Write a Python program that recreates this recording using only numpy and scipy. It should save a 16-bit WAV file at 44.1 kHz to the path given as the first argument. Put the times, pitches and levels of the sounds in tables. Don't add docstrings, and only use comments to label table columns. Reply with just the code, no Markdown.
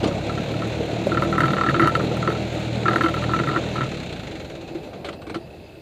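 import sys
import numpy as np
from scipy import signal
from scipy.io import wavfile
from scipy.ndimage import uniform_filter1d

SR = 44100
rng = np.random.default_rng(int(sys.argv[2]) if len(sys.argv) > 2 else 0)


def to_wav(sig):
    pcm = np.clip(np.atleast_2d(sig), -1, 1) * 32767
    pcm = np.round(pcm).astype(np.int16)
    wavfile.write(sys.argv[1], SR, pcm.T)


N = 256220


def from_db(db):
    return 10 ** (np.asarray(db) / 20)


def rms_one(x):
    return x / np.sqrt(np.mean(x ** 2) + 1e-20)


def in_time(rows):
    start_s, *columns = np.transpose(rows)
    return [np.interp(np.arange(N) / SR, start_s, column) for column in columns]


def drift(rate_hz):
    pole = np.exp(-80 * np.pi * rate_hz / SR)
    noise = rng.standard_normal(N // 40 + 2002)
    slow = signal.lfilter([1], [1, -2 * pole, pole * pole], noise)[2000:]
    return np.interp(np.arange(N) / 40, np.arange(len(slow)), rms_one(slow))


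def coloured(spectrum, patchy_db, source=None):
    hz, level_db = np.transpose(spectrum)
    white = rng.standard_normal((2, N)) * (1 if source is None else source)
    edges = 22 * 2 ** np.arange(0, 9.7, 1 / 5)
    flicker = [drift(9) for _ in range(12)]
    out = 0
    for k, (low, high) in enumerate(zip(edges, edges[1:])):
        if high > hz[0] and low < hz[-1]:
            band_filter = signal.butter(2, [low, high], "band", fs=SR, output="sos")
            band = signal.sosfilt(band_filter, white[k % 2])
            band_db = np.interp(np.log(low * high) / 2, np.log(hz), level_db)
            out = out + from_db(band_db + patchy_db * flicker[k % 12]) * band
    return rms_one(out)


def ring(clicks, hz, t60):
    decay, turn = from_db(-60 / (t60 * SR)), 2 * np.pi * hz / SR
    return signal.lfilter([0, np.sin(turn)], [1, -2 * decay * np.cos(turn), decay * decay], clicks + 1e-18)


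def bursts(start_s, level_db, t60, rise_s):
    out = np.zeros(N)
    for s, db, fade_s in zip(start_s, level_db, t60):
        at = round(s * SR)
        age = np.arange(min(N - at, round(fade_s * SR))) / SR
        out[at:at + len(age)] += from_db(db - 60 * age / fade_s) * (1 - np.exp(-age / rise_s))
    return out


# [pitch_hz, level_db per Hz, relative]
HISS_COLOUR = [(500, -6), (3000, -7.5), (7000, -6), (11000, -5), (15600, -4.5)]
HISS_DB, FIZZ_DB = -74.5, -38


def hiss(knocks):
    loudness = np.sqrt(np.abs(uniform_filter1d(knocks ** 2, size=900)))
    return (from_db(HISS_DB) + from_db(FIZZ_DB) * loudness) * coloured(HISS_COLOUR, patchy_db=4.0)


# [pitch_hz, level_db per Hz, relative]
YARD_COLOUR = [(25, -23), (45, -11), (75, -1), (100, -2), (150, -4.5), (230, -39.5), (340, -3), (750, -31),
               (1150, -39), (1500, -26.5), (3200, -31.5), (4400, -24.5), (5200, -43), (15600, -44.5)]
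YARD_DB = -44.5
FAR_ENGINE_PER_S = 31.8
FAR_WHINE_HZ, FAR_WHINE_T60_S, FAR_WHINE_DB = 2620, 0.028, -57
FAR_DRONE_HZ, FAR_DRONE_T60_S, FAR_DRONE_DB = 77, 0.59, -53


def yard():
    since_firing = FAR_ENGINE_PER_S * np.arange(N) / SR % 1
    throb = 0.14 + np.exp(-since_firing / 0.29)
    whine = rms_one(ring(throb * rng.standard_normal(N), FAR_WHINE_HZ, FAR_WHINE_T60_S))
    drone = rms_one(ring(rng.standard_normal(N), FAR_DRONE_HZ, FAR_DRONE_T60_S))
    backdrop = from_db(YARD_DB) * coloured(YARD_COLOUR, patchy_db=2.0)
    return backdrop + from_db(FAR_WHINE_DB) * whine + from_db(FAR_DRONE_DB) * drone


# [pitch_hz, level_db, t60_s]
PIN_TONES = [(5690, -41, 0.11), (7000, -38.5, .09), (8100, -44, 0.043)]
JINGLE_S = .074


def jingle():
    touch = np.zeros(N)
    touch[round(JINGLE_S * SR) + np.array([-300, 0])] = .4, 1
    return sum(from_db(level_db) * ring(touch, hz, t60) for hz, level_db, t60 in PIN_TONES)


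# [start_s, level_db]
TREBLE_CLICKS = [(1.0695, -34), (1.2147, -35), (1.2347, -38), (1.3145, -40), (1.3813, -33), (1.4073, -30),
                 (1.4437, -39), (1.4611, -36), (1.52, -35), (1.6951, -33), (1.8019, -26.5), (1.8732, -26),
                 (1.9525, -31.5), (2.0119, -39), (2.0393, -42), (2.1685, -34), (2.2987, -37), (2.3192, -40),
                 (2.647, -49), (2.8884, -37), (2.9383, -40), (2.9612, -33), (3.0216, -35), (3.0495, -38),
                 (3.0904, -38), (3.1428, -36), (3.2281, -37), (3.3419, -42), (3.3913, -42), (3.4781, -37)]
SPRAY_DB = 6.5
STRAY_CLICKS_PER_S, STRAY_CLICK_DB = 5.0, -44


def treble_clicks():
    start_s, level_db = np.transpose(TREBLE_CLICKS)
    luck = rng.random((40, 2))
    stray_s = np.cumsum(-np.log(1 - luck[:, 0])) / STRAY_CLICKS_PER_S
    running = stray_s < SWITCH_OFF_S
    stray_db = STRAY_CLICK_DB + 10 * (luck[running, 1] - .5)
    start_s, level_db = np.append(start_s, stray_s[running]), np.append(level_db, stray_db)
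    click = rng.standard_normal(N) * bursts(start_s, level_db, np.full(len(start_s), .006), .0001)
    tiny_clicks = rng.standard_normal(N) * (rng.random(N) < 1200 / SR)
    spray = tiny_clicks * bursts(start_s, level_db + SPRAY_DB, np.full(len(start_s), .09), 0.00079)
    treble = signal.butter(1, [3000, 11000], "band", fs=SR, output="sos")
    return signal.sosfilt(treble, click + spray)


# [start_s, level_db, t60_s]
GEAR_CLANKS = [(.030, -22, 0.1), (0.04, -19.5, 0.091), (.074, -24, 0.077), (5.045, -27.5, .16),
               (5.0863, -26.5, .066), (5.127, -36.5, 0.12), (5.217, -36, 0.088), (5.2668, -37, .12),
               (5.296, -31, 0.094), (5.3434, -25, 0.089)]
# [pitch_hz, level_db per Hz, relative]
CLANK_COLOUR = [(400, 5.5), (600, 8.5), (1000, -4), (1300, 5.5), (1800, -8), (2500, -2), (4300, -6.5),
                (5300, -23.5), (7800, -19), (15600, -61)]


def clanks():
    start_s, level_db, t60 = np.transpose(GEAR_CLANKS)
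    return bursts(start_s, level_db, t60, rise_s=.001) * coloured(CLANK_COLOUR, patchy_db=-4.0)


# [start_s, level_db, centre_pitch_hz, t60_s]
LINKAGE_THUDS = [(.028, -13.5, 344, 0.058), (.037, -9, 437, 0.051), (.058, -9.5, 304, 0.078),
                 (0.081, -12, 557, 0.047), (0.104, -16.5, 556, 0.17), (0.806, -10, 444, 0.048),
                 (0.93, -14, 367, 0.046), (1.069, -3, 561, 0.037), (2.037, -10.5, 420, 0.059),
                 (2.114, -12, 488, 0.074), (2.288, -10, 430, 0.05), (4.712, -26.5, 336.6, 0.28),
                 (5.052, -26, 558, 0.19), (5.271, -26, 321, 0.12), (5.312, -23.5, 315, 0.13),
                 (5.359, -17.5, 336, 0.14)]


def thuds():
    out = np.zeros(N)
    for start_s, thud_db, hz, t60 in LINKAGE_THUDS:
        blow = np.zeros(N)
        blow[round(start_s * SR):][:60] = np.hanning(60) / 30
        for ratio, level_db in [(.72, -16), (1.01, -1), (1.33, -15.5)]:
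            out += from_db(thud_db + level_db) * ring(blow, hz * ratio, t60)
    return out


# [start_s, level_db]
MOUNT_KNOCKS = [(0.1112, -27.5), (.294, -29), (0.2963, -31), (.3767, -25), (0.538, -30), (0.6206, -24.5),
                (1.118, -19.5), (1.146, -23), (1.172, -12.5), (1.1945, -30), (1.2216, -15), (1.234, -24),
                (1.249, -27), (1.326, -20), (1.353, -23), (1.3804, -14), (1.4051, -10.5), (1.419, -17.5),
                (1.4341, -13.5), (1.4557, -17), (1.481, -18.5), (1.5049, -18.5), (1.5341, -15.5),
                (1.567, -19), (1.5832, -18.5), (1.611, -11), (1.635, -13.5), (1.6633, -15.5), (1.687, -16),
                (1.6955, -17.5), (1.707, -25), (1.7427, -14), (1.7636, -18), (1.7961, -8.5), (1.8052, -27),
                (1.8172, -18), (1.823, -16), (1.8444, -15.5), (1.856, -21), (1.8735, -11.5), (1.885, -30),
                (1.8945, -23), (1.952, -13.5), (1.9963, -20), (2.039, -32), (2.113, -32.5), (2.1678, -29.5),
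                (2.226, -25), (2.25, -26), (2.2753, -14.5), (2.3026, -20), (2.319, -24.5), (2.3503, -29),
                (2.8563, -16.5), (2.8818, -10.5), (2.909, -18.5), (2.932, -17.5), (2.959, -10.5),
                (2.982, -23), (3.0093, -10), (3.0172, -26), (3.0359, -17), (3.0419, -17), (3.0607, -17),
                (3.0838, -19.5), (3.14, -17.5), (3.1675, -27), (3.2214, -25), (3.2391, -21), (3.2931, -26),
                (3.313, -28), (3.3354, -15.5), (3.362, -23), (3.39, -17), (3.3973, -21), (3.436, -22.5),
                (3.472, -19.5), (3.4883, -21.5), (3.498, -25), (3.513, -20.5), (3.53, -29), (3.54, -27),
                (3.5488, -30), (3.561, -12), (3.571, -21), (3.756, -23.5), (3.78, -24), (3.8075, -16),
                (3.831, -25), (3.8551, -32), (4.749, -42), (4.931, -40), (5.345, -31)]
# [pitch_hz, level_db before the changes below, t60_s]
HOUSING_MODES = [(135.3, -9, 0.35), (334.6, 0, 0.089), (1001, -10.5, 0.03), (1194, -7.5, 0.037),
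                 (1214, -4, 0.042), (1335.6, 0.5, 0.053), (1517, -5.5, 0.014), (1663, -6.5, 0.016),
                 (1912, -4.5, 0.012), (2178, -17, 0.025), (2725, 1.5, 0.014), (3100, -3.5, 0.029),
                 (3720, -6, 0.034), (4455, -7.5, 0.034), (5920, -17, 0.013), (7950, -20.5, 0.01)]
BOUNCE_S, BOUNCE_LOSS_DB = 0.0069, 11.5
USUAL_KNOCK_DB = -20
LOW_RING_DB, LOW_RING_LAG = -5, 0.48
BRIGHT_DB, BRIGHT_SPREAD_DB = -17, 3.5
CRACKLE_DB = -6


def chatter():
    start_s, level_db = np.transpose(MOUNT_KNOCKS)
    luck = rng.standard_normal((len(start_s), 2 * len(HOUSING_MODES) + 5))
    start_s = np.append(start_s, start_s + BOUNCE_S * np.exp(.25 * luck[:, 0]))
    level_db = np.append(level_db, level_db - BOUNCE_LOSS_DB + 4 * luck[:, 1])
    bright_db = BRIGHT_DB + BRIGHT_SPREAD_DB * np.tile(luck[:, 2], 2)
    low_db = LOW_RING_DB - LOW_RING_LAG * (level_db - USUAL_KNOCK_DB) + 2 * np.tile(luck[:, 3], 2)
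    mode_luck = np.vstack(np.split(luck[:, 5:], 2, axis=1))
    at = np.round(start_s * SR).astype(int)
    fade = from_db(-60 / (.04 * SR))
    contacts = rng.standard_normal(N) * (rng.random(N) < 2500 / SR)

    def scuffle(size_db):
        hits = np.zeros(N)
        np.add.at(hits, at, from_db(size_db))
        return hits + .26 * contacts * signal.lfilter([1], [1, -fade], hits + 1e-18)

    crackle = scuffle(level_db + CRACKLE_DB + .5 * (bright_db - BRIGHT_DB))
    out = signal.sosfilt(signal.butter(2, [1500, 4600], "band", fs=SR, output="sos"), crackle)
    for k, (hz, mode_db, t60) in enumerate(HOUSING_MODES):
        colour_db = low_db if hz < 600 else bright_db if hz > 2400 else 0
        spread_db = 1.5 if 1200 < hz < 1400 else 3.5
        strike = scuffle(level_db + mode_db + colour_db + spread_db * mode_luck[:, k])
        out += ring(strike, hz, t60) * (-1) ** k
    return out


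# [start_s, firings per second]
IDLE_SPEED = [(0, 33.2), (.18, 34.6), (.53, 37.7), (1.1, 38.4), (1.9, 39.2), (2.4, 39.5), (3.07, 39.2),
              (3.45, 40.2), (3.82, 39.8)]
SWITCH_OFF_S = 3.838
DRAG_PER_S, FRICTION_PER_S2 = .55, 15.7


def crank():
    idle, = in_time(IDLE_SPEED)
    pull = FRICTION_PER_S2 / DRAG_PER_S
    coasting_s = np.maximum(np.arange(N) / SR - SWITCH_OFF_S, 0)
    return np.maximum((idle + pull) * np.exp(-DRAG_PER_S * coasting_s) - pull, 0)


# [start_s, roar_db, exhaust_tone_db at full speed]
ENGINE_LOAD = [(0, -24.5, -30), (.25, -28.5, -30), (1.0, -27.5, -34), (1.3, -26.5, -31), (2.1, -26.5, -32),
               (2.7, -30.5, -32.5), (2.95, -25.5, -33.5), (3.2, -29, -30.5), (3.5, -27.5, -32.5),
               (3.75, -30.5, -33), (3.95, -34, -34), (4.4, -36.5, -33.5), (4.7, -37, -29),
               (5.0, -38.5, -33), (5.3, -39.5, -33), (5.81, -47.5, -33)]
# [multiple of the firing rate, firing_db, coasting_db]
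EXHAUST_TONES = [(1, -14, -8), (2, -4.5, -3), (3, 3, -2), (4, -1.5, -1), (5, -2, 2), (6, -12.5, -3.5),
                 (8, -10, -13)]
CYLINDERS_DB = [-0.5, -0.5, -1, -0.5]
# [pitch_hz, level_db per Hz, relative]
ROAR_COLOUR = [(25, -30), (50, -26), (100, -14), (140, -3), (195, -4), (260, -6), (400, -5), (600, -5),
               (750, -9), (1060, -24), (1500, -30), (2500, -50)]
# [pitch_hz, level_db per Hz, relative]
CLATTER_COLOUR = [(700, -33), (1000, -14.5), (1400, -0.5), (1800, -6), (2500, 1.5), (3100, -7),
                  (3800, -0.5), (4400, -7), (5200, -40.5), (6200, -11.5), (7400, -16.5), (8600, -31.5),
                  (11000, -33.5), (15600, -50)]
VALVE_OPENS_S = 4.398
FIRE_DIES_S = .08
FULL_PER_S = 39
CLATTER_DB = -37
TONE_SPEED_POWER, CLATTER_SPEED_POWER = 2.54, 1.13
CHUFF_RUNNING, CHUFF_COASTING = 0.24, .56
HOUSING_RING_HZ, HOUSING_RING_T60_S, HOUSING_RING_DB = 335.3, .4, -10.5


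def engine():
    per_s = crank()
    roar_db, tone_db = in_time(ENGINE_LOAD)
    speed_db = 20 * np.log10(np.maximum(per_s, 3) / FULL_PER_S)
    tone_db = tone_db + TONE_SPEED_POWER * speed_db
    clatter_db = CLATTER_DB + CLATTER_SPEED_POWER * speed_db
    coasting = np.clip((np.arange(N) / SR - SWITCH_OFF_S) / FIRE_DIES_S, 0, 1)

    firings = np.cumsum(per_s) / SR
    firings = firings - firings[round(VALVE_OPENS_S * SR)] + 200
    since = firings % 1
    strength_db = np.resize(CYLINDERS_DB, 400) + 0.79 * rng.standard_normal(400)
    strength = from_db(np.interp(firings, np.arange(400), strength_db))

    tones = 0
    for multiple, fired_db, coast_db in EXHAUST_TONES:
        waver = from_db(2.3 * drift(5))
        level = from_db(fired_db + coasting * (coast_db - fired_db))
        tones = tones + waver * level * np.cos(2 * np.pi * multiple * firings)

    throb = 1.6 + np.exp(-since / 0.47)
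    roar = coloured(ROAR_COLOUR, patchy_db=1.46, source=strength * throb)
    roar = roar + from_db(HOUSING_RING_DB) * rms_one(ring(roar, HOUSING_RING_HZ, HOUSING_RING_T60_S))

    chuff = rms_one(uniform_filter1d(np.exp(-since / .32), size=220))
    share = np.clip(CHUFF_RUNNING + coasting * (CHUFF_COASTING - CHUFF_RUNNING), 0, 1)
    grit = from_db(1.5 * np.minimum(rng.exponential(1, N), 4))
    rattle = grit * strength * (1 - share + share * chuff)
    clatter = coloured(CLATTER_COLOUR, patchy_db=0.84, source=rattle)

    exhaust = from_db(tone_db) * np.sqrt(strength) * tones
    return exhaust + from_db(roar_db) * roar + from_db(clatter_db) * clatter


def scene():
    knocks = chatter() + thuds() + clanks()
    no_bass = signal.butter(4, 110, "high", fs=SR, output="sos")
    knocks = signal.sosfilt(no_bass, knocks)
    sides = np.array([[.85], [-1.15]])
    return engine() + knocks + treble_clicks() + jingle() + yard() + hiss(knocks) * sides


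RUMBLE_CUT_HZ, CUTOFF_HZ = 34, 15800


def record(dry):
    dry = signal.sosfilt(signal.butter(2, RUMBLE_CUT_HZ, "high", fs=SR, output="sos"), dry)
    rounded = 1.5 * np.tanh(dry / 1.5)
    return signal.sosfilt(signal.cheby2(18, 60, CUTOFF_HZ, fs=SR, output="sos"), rounded)


dry = scene()
out = record(dry)
to_wav(out)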